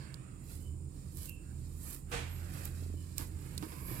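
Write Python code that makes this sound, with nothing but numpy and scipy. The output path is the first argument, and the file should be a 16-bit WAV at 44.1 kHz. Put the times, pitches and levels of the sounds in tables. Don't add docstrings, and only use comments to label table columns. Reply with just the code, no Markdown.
import sys
import numpy as np
from scipy import signal
from scipy.fft import rfft, irfft
from scipy.io import wavfile

SR = 44100
rng = np.random.default_rng(int(sys.argv[2]) if len(sys.argv) > 2 else 0)


def file_out(sig):
    cols = np.atleast_2d(sig).T
    lim = np.clip(cols, -1, 1)
    pcm = np.round(lim * 32767).astype(np.int16)
    wavfile.write(sys.argv[1], SR, pcm)


N = 176400
TIME = np.arange(N) / SR

# (full contact [s], hold [s], rise [s], fall [s], tips [dB], straws [dB], stalks [dB])
BROOM_STROKES = [(0.0, 0.033, .1, 0.64, -78, -71, -59.5), (0.503, 0.039, 0.12, 0.2, -57.5, -60, -67),
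                 (0.96, 0.16, 0.18, 0.14, -73, -67, -73.5), (1.184, 0.08, 0.07, 0.082, -50, -58, -66.5),
                 (1.635, 0.094, 0.63, 0.23, -71, -67.5, -73),
                 (1.876, 0.073, 0.15, 0.08, -49.5, -57.5, -61.5),
                 (2.113, 0.045, 0.041, .15, -58.5, -64, -56.5), (2.403, 0.065, 0.46, 0.14, -70, -64, -59.5),
                 (2.572, 0.098, 0.21, 0.1, -55.5, -55.5, -55), (2.758, 0.07, .08, 0.26, -63.5, -61, -63.5),
                 (3.02, 0.082, 0.23, 0.33, -68, -63.5, -69),
                 (3.185, 0.035, 0.029, 0.094, -50, -52.5, -55.5),
                 (3.45, 0.16, 0.46, 0.085, -63.5, -63.5, -61.5),
                 (3.626, 0.18, 0.034, 0.14, -57, -64.5, -60), (3.899, 0.17, 0.092, 0.12, -64, -56.5, -53.5)]
# (frequency [Hz], level [dB])
TIP_SPECTRUM = [(5000, -16.5), (8000, -4), (10800, 1.5), (13500, -0.5), (16000, -14.5)]
STRAW_SPECTRUM = [(1500, -37), (2800, -16), (4000, -1), (5000, -0.5), (6200, -5.5), (7600, 1.5), (9500, -5),
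                  (12000, -9.5), (16000, -19)]
STALK_SPECTRUM = [(150, -58), (350, 7), (650, -1.5), (1050, 1), (1350, -0.5), (1700, 2), (2050, -2),
                  (2450, 0.5), (3200, -8), (4800, -15.5), (8000, -43)]
# (time [s], hold [s], frequency [Hz], bandwidth [Hz], level [dB])
BUNDLE_RESONANCES = [(0.0, 0.13, 1610, 350, -67), (0.0, 0.045, 4520, 910, -63),
                     (0.217, 0.14, 1240, 250, -71), (1.446, .07, 1570, 404, -71),
                     (1.825, 0.077, 8174, 2626, -58), (1.873, 0.051, 1094, 400, -65.5),
                     (2.431, 0.34, 1560, 300, -67.5), (3.714, 0.38, 1020, 220, -61),
                     (3.70, 0.64, 2280, 400, -66), (3.696, 0.45, 4940, 600, -68.5),
                     (3.87, .14, 11900, 3000, -49.5)]
# (time [s], frequency [Hz], level [dB])
HUM_COURSE = [(0, 80, -63), (.3, 81, -56.5), (.66, 81.4, -40.5), (.85, 80.1, -44), (1.1, 77.4, -44),
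              (1.32, 82.84, -52.5), (1.47, 80.3, -45), (1.75, 82.06, -45.5), (1.97, 82.8, -50),
              (2.2, 82.65, -40), (2.5, 85.5, -38), (2.88, 83.78, -40.5), (3.1, 84.14, -44),
              (3.55, 86.24, -41), (3.74, 79.7, -63), (3.92, 77.8, -41.5), (4, 74.8, -59)]
# (frequency ratio [1], relative level [dB])
HUM_PARTIALS = [(1 / 2, -10.5), (1, 0), (3 / 2, -13)]
# (frequency [Hz], level [dB])
RUMBLE_SPECTRUM = [(20, -32), (30, -21), (40, 4), (52, -6.5), (75, 2), (103, -8), (130, 3.5), (155, -6),
                   (175, -4), (205, -13.5), (320, -13), (420, -22), (600, -32), (1500, -53.5)]
HISS_SPECTRUM = [(300, 20), (600, 0), (1100, 4.5), (2000, -15), (2500, -5), (3500, -16), (5000, -5),
                 (6500, -10.5), (7200, 13.5), (7800, 1), (8500, 12.5), (9200, 2.5), (9900, 2), (10600, -7),
                 (16000, -20)]
# (time [s], relative level [dB])
RUMBLE_COURSE = [(0, -49), (.3, -53.5), (.7, -50.5), (1.45, -51), (2.05, -53), (2.17, -45), (2.3, -53),
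                 (2.6, -48.5), (3.1, -52), (3.6, -46.5), (3.73, -53), (3.92, -45)]
# (time [s], low ring [dB], middle ring [dB], high ring [dB], rattle t60 [s])
STRAW_SNAPS = [(0.1423, -39, -43, -63, 0.011), (1.1718, -67, -39, -36, 0.0066),
               (1.2566, -48, -42, -41, 0.014), (1.2950, -52, -54, -29, 0.0064),
               (1.93, -58, -44, -38, 0.014), (1.9467, -63, -45, -35, 0.008), (2.538, -50, -45, -44, .008),
               (2.6505, -63, -46, -39, 0.0078), (2.6539, -64, -47, -29.5, 0.013),
               (3.1814, -30.5, -25, -24.5, 0.0084), (3.5783, -36, -35.5, -40, 0.021)]
# (frequency [Hz], bandwidth [Hz])
STRAW_RINGS = [(4330, 910), (8600, 2400), (13500, 4200)]
# (time [s], frequency [Hz], bandwidth [Hz], level [dB], rise [s], fall [s])
ROOM_PINGS = [(0.67, 3013, 70.4, -69.5, 0.1, 0.1), (1.22, 3040, 50, -68.5, 0.078, 0.19),
              (1.289, 2675, 140, -55, 0.018, 0.17), (2.99, 3024, 90, -71, 0.068, 0.15)]
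# (time [s], level [dB])
CLACK_CONTACTS = [(2.114, -42), (2.123, -40), (2.137, -42.5), (2.172, -46)]
# (frequency [Hz], level [dB])
CLACK_SPECTRUM = [(150, -18), (350, -2), (500, -2.5), (700, 1.5), (1250, -1), (1900, -0.5), (2600, 0.5),
                  (3500, -4.5), (5500, -10), (7800, -6.5), (10000, -14.5), (16000, -35)]
# (frequency [Hz], relative level [dB], t60 [s])
CLACK_RINGS = [(473, -2, 0.24), (1184.5, -5, 0.2), (2354, -13.5, 0.85)]
# (time [s], frequency [Hz], glide [Hz/s], bandwidth [Hz], level [dB])
STRAW_SQUEAKS = [(2.345, 11690, 0, 150, -60), (2.34, 12100, 0, 900, -59), (2.33, 12550, 0, 190, -59),
                 (3.895, 11700, 8000, 700, -50.5)]
# (time [s], level [dB])
FLOOR_BUMPS = [(2.824, -44.5), (2.862, -43.5), (2.900, -44), (2.940, -42), (3.624, -45), (3.666, -44),
               (3.827, -45.5), (3.912, -46)]
# (frequency [Hz], relative level [dB], t60 [s])
BUMP_RINGS = [(300, -0.5, 0.054), (390, 1.5, 0.024), (610, -10, 0.039)]
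# (time [s], level [dB])
BROOM_KNOCKS = [(3.191, -43.5), (3.21, -45.5), (3.6264, -40.5), (3.632, -51), (3.72, -47), (3.915, -50.5)]
# (frequency [Hz], level [dB])
KNOCK_SPECTRUM = [(100, -61), (300, 14.5), (550, -12), (1000, -1), (1600, -7.5), (2500, -18.5),
                  (5000, -13.5), (16000, -43)]


def from_db(db):
    return 10 ** (np.asarray(db) / 20)


def rms_one(x):
    return x / np.sqrt(np.mean(x ** 2, axis=-1, keepdims=True) + 1e-20)


def in_time(rows):
    times, *columns = np.transpose(rows)
    return [np.interp(TIME, times, column) for column in columns]


def coloured(x, spectrum):
    hz, db = np.transpose(spectrum)
    bin_hz = np.maximum(np.arange(N // 2 + 1) * SR / N, 1)
    gain = from_db(np.interp(np.log(bin_hz), np.log(hz), db))
    return rms_one(irfft(rfft(x) * gain, N))


def noise(correlation):
    white = rng.standard_normal((3, N))
    return np.sqrt(correlation) * white[2] + np.sqrt(1 - correlation) * white[:2]


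def pan(right_db):
    gains = from_db([[-right_db / 2], [right_db / 2]])
    return gains / gains.mean()


def drift(rate_hz):
    bin_hz = np.arange(N // 2 + 1) * SR / N
    return rms_one(irfft(rfft(rng.standard_normal(N)) / (1 + (bin_hz / rate_hz) ** 2), N))


def resonate(x, hz, width_hz):
    r = np.exp(-np.pi * width_hz / SR)
    feedback = [1, -2 * r * np.cos(2 * np.pi * hz / SR), r * r]
    return signal.lfilter(np.sqrt((1 - r * r) / 2) * np.array([1, 0, -1]), feedback, x + 1e-18)


def narrow_noise(hz, width_hz, correlation):
    return rms_one(resonate(resonate(noise(correlation), hz, width_hz), hz, width_hz))


def swell(start, hold, rise, fall):
    decades = np.maximum(start - TIME, 0) / rise + np.maximum(TIME - start - hold, 0) / fall
    return from_db(-20 * np.minimum(decades, 10))


def clicks(rows):
    times, db = np.transpose(rows)
    return np.bincount((times * SR).astype(int), from_db(db), N)[:N]


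def blows(rows, attack_s, t60):
    power = 0
    for start, db in rows:
        age = np.maximum(TIME - start, 0)
        decay = from_db(db - np.minimum(60 * age / t60, 200))
        power = power + (np.minimum(age / attack_s, 1) * decay) ** 2
    return np.sqrt(power)


def delayed(channel, seconds):
    return np.interp(TIME - seconds, TIME, channel, left=0)


def friction(spectrum, correlation, flutter_db, slips_per_s=3300, slip_share=0.4):
    sizes = from_db(-0.5 * np.minimum(rng.exponential(1, (2, N)), 5)) * rng.choice([-1, 1], (2, N))
    slips = rms_one(sizes * (rng.random((2, N)) < slips_per_s / SR))
    rubbing = np.sqrt(slip_share) * slips + np.sqrt(1 - slip_share) * noise(correlation)
    return coloured(rubbing, spectrum) * from_db(flutter_db * drift(58))


def crackle(ticks_per_s=63):
    sizes = rng.uniform(0.45, 1, N) * rng.choice([-1, 1], N)
    return coloured(sizes * (rng.random(N) < ticks_per_s / SR), TIP_SPECTRUM)


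def broom():
    shapes = np.array([swell(*row[:4]) for row in BROOM_STROKES])
    weights = from_db(np.array(BROOM_STROKES)[:, 4:]).T
    tip_gain, straw_gain, stalk_gain = np.sqrt(weights ** 2 @ shapes ** 2)
    tips = friction(TIP_SPECTRUM, correlation=0.1, flutter_db=1.5) + from_db(-7.5) * crackle()
    straws = friction(STRAW_SPECTRUM, correlation=0.14, flutter_db=1.5)
    stalks = friction(STALK_SPECTRUM, correlation=0.72, flutter_db=1.0)
    return (tip_gain * tips * pan(right_db=11.5)
            + straw_gain * straws * pan(right_db=6.5)
            + stalk_gain * stalks * pan(right_db=12.5))


def floor_echo(x, delay_s=0.0016, echo_db=-8):
    gain = from_db(echo_db)
    lag = delay_s * np.exp(0.151 * drift(1.07))
    echo = np.array([delayed(side, lag) for side in x])
    return (x + gain * echo) / np.sqrt(1 + gain ** 2)


def bundle_resonances():
    out = 0
    for start, hold, hz, width_hz, db in BUNDLE_RESONANCES:
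        envelope = from_db(db) * swell(start, hold, rise=0.11, fall=0.087)
        out = out + envelope * narrow_noise(hz, width_hz, correlation=0.33)
    return out * pan(right_db=9)


def hum():
    hz, db = in_time(HUM_COURSE)
    phase = 2 * np.pi * np.cumsum(hz * (1 + 0.019 * drift(7.92))) / SR
    out = 0
    for ratio, partial_db in HUM_PARTIALS:
        gain = from_db(db + partial_db + 2.54 * drift(3.3))
        out = out + gain * np.sin(ratio * phase + rng.uniform(0, 2 * np.pi))
    return out * pan(right_db=6.5)


def rumble_and_hiss(rumble_gain_db=3.5, hiss_db=-59):
    course_db, = in_time(RUMBLE_COURSE)
    rumble = from_db(course_db + rumble_gain_db) * coloured(noise(correlation=0.97), RUMBLE_SPECTRUM)
    hiss = from_db(hiss_db) * coloured(noise(correlation=0.16), HISS_SPECTRUM)
    return rumble * pan(right_db=6.5) + hiss * pan(right_db=7)


def snaps(crack_db=5.5, rattle_db=-2):
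    out = 0
    for ring, (hz, width_hz) in enumerate(STRAW_RINGS):
        crack, rattle_power = 0, 0
        for start, *ring_db, t60 in STRAW_SNAPS:
            crack += clicks([(start, ring_db[ring] + crack_db)])
            rattle_power += blows([(start, ring_db[ring] + rattle_db)], attack_s=0.0003, t60=t60) ** 2
        rattle = np.sqrt(rattle_power) * noise(correlation=0.053)
        out = out + resonate(crack + rattle, hz, width_hz)
    return out * pan(right_db=11)


def pings(steadiness=0.35):
    out = 0
    for peak_s, hz, width_hz, db, rise, fall in ROOM_PINGS:
        band = narrow_noise(hz, width_hz, correlation=0.53)
        flutter = np.abs(signal.hilbert(band))
        tone = rms_one(band / flutter ** steadiness)
        out = out + from_db(db) * swell(peak_s, 0, rise, fall) * tone
    return out * pan(right_db=13)


def clack(split_hz=5300, attack_s=0.0039):
    wash = coloured(noise(correlation=0.055), CLACK_SPECTRUM)
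    low = signal.sosfiltfilt(signal.butter(2, split_hz, fs=SR, output="sos"), wash)
    out = low * blows(CLACK_CONTACTS, attack_s, t60=0.54)
    out += (wash - low) * blows(CLACK_CONTACTS, attack_s, t60=0.41)
    for hz, db, t60 in CLACK_RINGS:
        tone = np.sin(2 * np.pi * hz * TIME + 0.5 * drift(25.04) + rng.uniform(0, 2.07, (2, 1)))
        out += from_db(db) * blows(CLACK_CONTACTS, attack_s, t60) * tone
    return out * pan(right_db=6)


def wall_echoes(x, count=6, span_s=0.016, echo_db=-16):
    gain = from_db(echo_db)
    lags = rng.uniform(0.2, 1, (count, 2)) * span_s
    echoes = sum(np.array([delayed(side, lag) for lag, side in zip(pair, x)]) for pair in lags)
    return (x + gain * echoes) / np.sqrt(1 + count * gain ** 2)


def squeaks(rise_s=0.1, fall_s=0.16):
    out = 0
    for peak_s, hz, glide, width_hz, db in STRAW_SQUEAKS:
        pitch_hz = hz + glide * np.clip(TIME - peak_s, -rise_s, fall_s)
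        phase = 2 * np.pi * np.cumsum(pitch_hz) / SR
        tone = np.array([drift(width_hz / 2) * np.cos(phase) + drift(width_hz / 2) * np.sin(phase)
                         for side in range(2)])
        out = out + from_db(db) * swell(peak_s, 0, rise_s, fall_s) * tone
    return out * pan(right_db=9)


def bumps(contact_hz=540):
    out = 0
    for hz, mode_db, t60 in BUMP_RINGS:
        force = clicks([(start, db + mode_db + rng.normal(0, 2.0)) for start, db in FLOOR_BUMPS])
        r, angle = from_db(-60 / (t60 * SR)), 2 * np.pi * hz / SR
        out = out + signal.lfilter([0, np.sin(angle)], [1, -2 * r * np.cos(angle), r * r], force + 1e-18)
    return signal.sosfilt(signal.butter(2, contact_hz, fs=SR, output="sos"), out) * pan(right_db=5)


def knocks(tick_db=13):
    touches = clicks([(start, db + tick_db) for start, db in BROOM_KNOCKS])
    tick = resonate(touches, hz=2290, width_hz=2820)
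    envelope = blows(BROOM_KNOCKS, attack_s=0.00044, t60=0.15)
    body = envelope * coloured(noise(correlation=0.57), KNOCK_SPECTRUM)
    return (tick + body) * pan(right_db=6)


def scene(left_lag_s=0.0003843):
    room = wall_echoes(knocks() + clack()) + pings() + hum() + rumble_and_hiss()
    left, right = floor_echo(broom()) + bundle_resonances() + squeaks() + snaps() + bumps() + room
    return np.array([np.interp(TIME - left_lag_s, TIME, left), right])


def record(dry, cutoff_hz=16200):
    return signal.sosfilt(signal.ellip(10, 0.2, 80, cutoff_hz, fs=SR, output="sos"), dry)


dry = scene()
out = record(dry)
file_out(out)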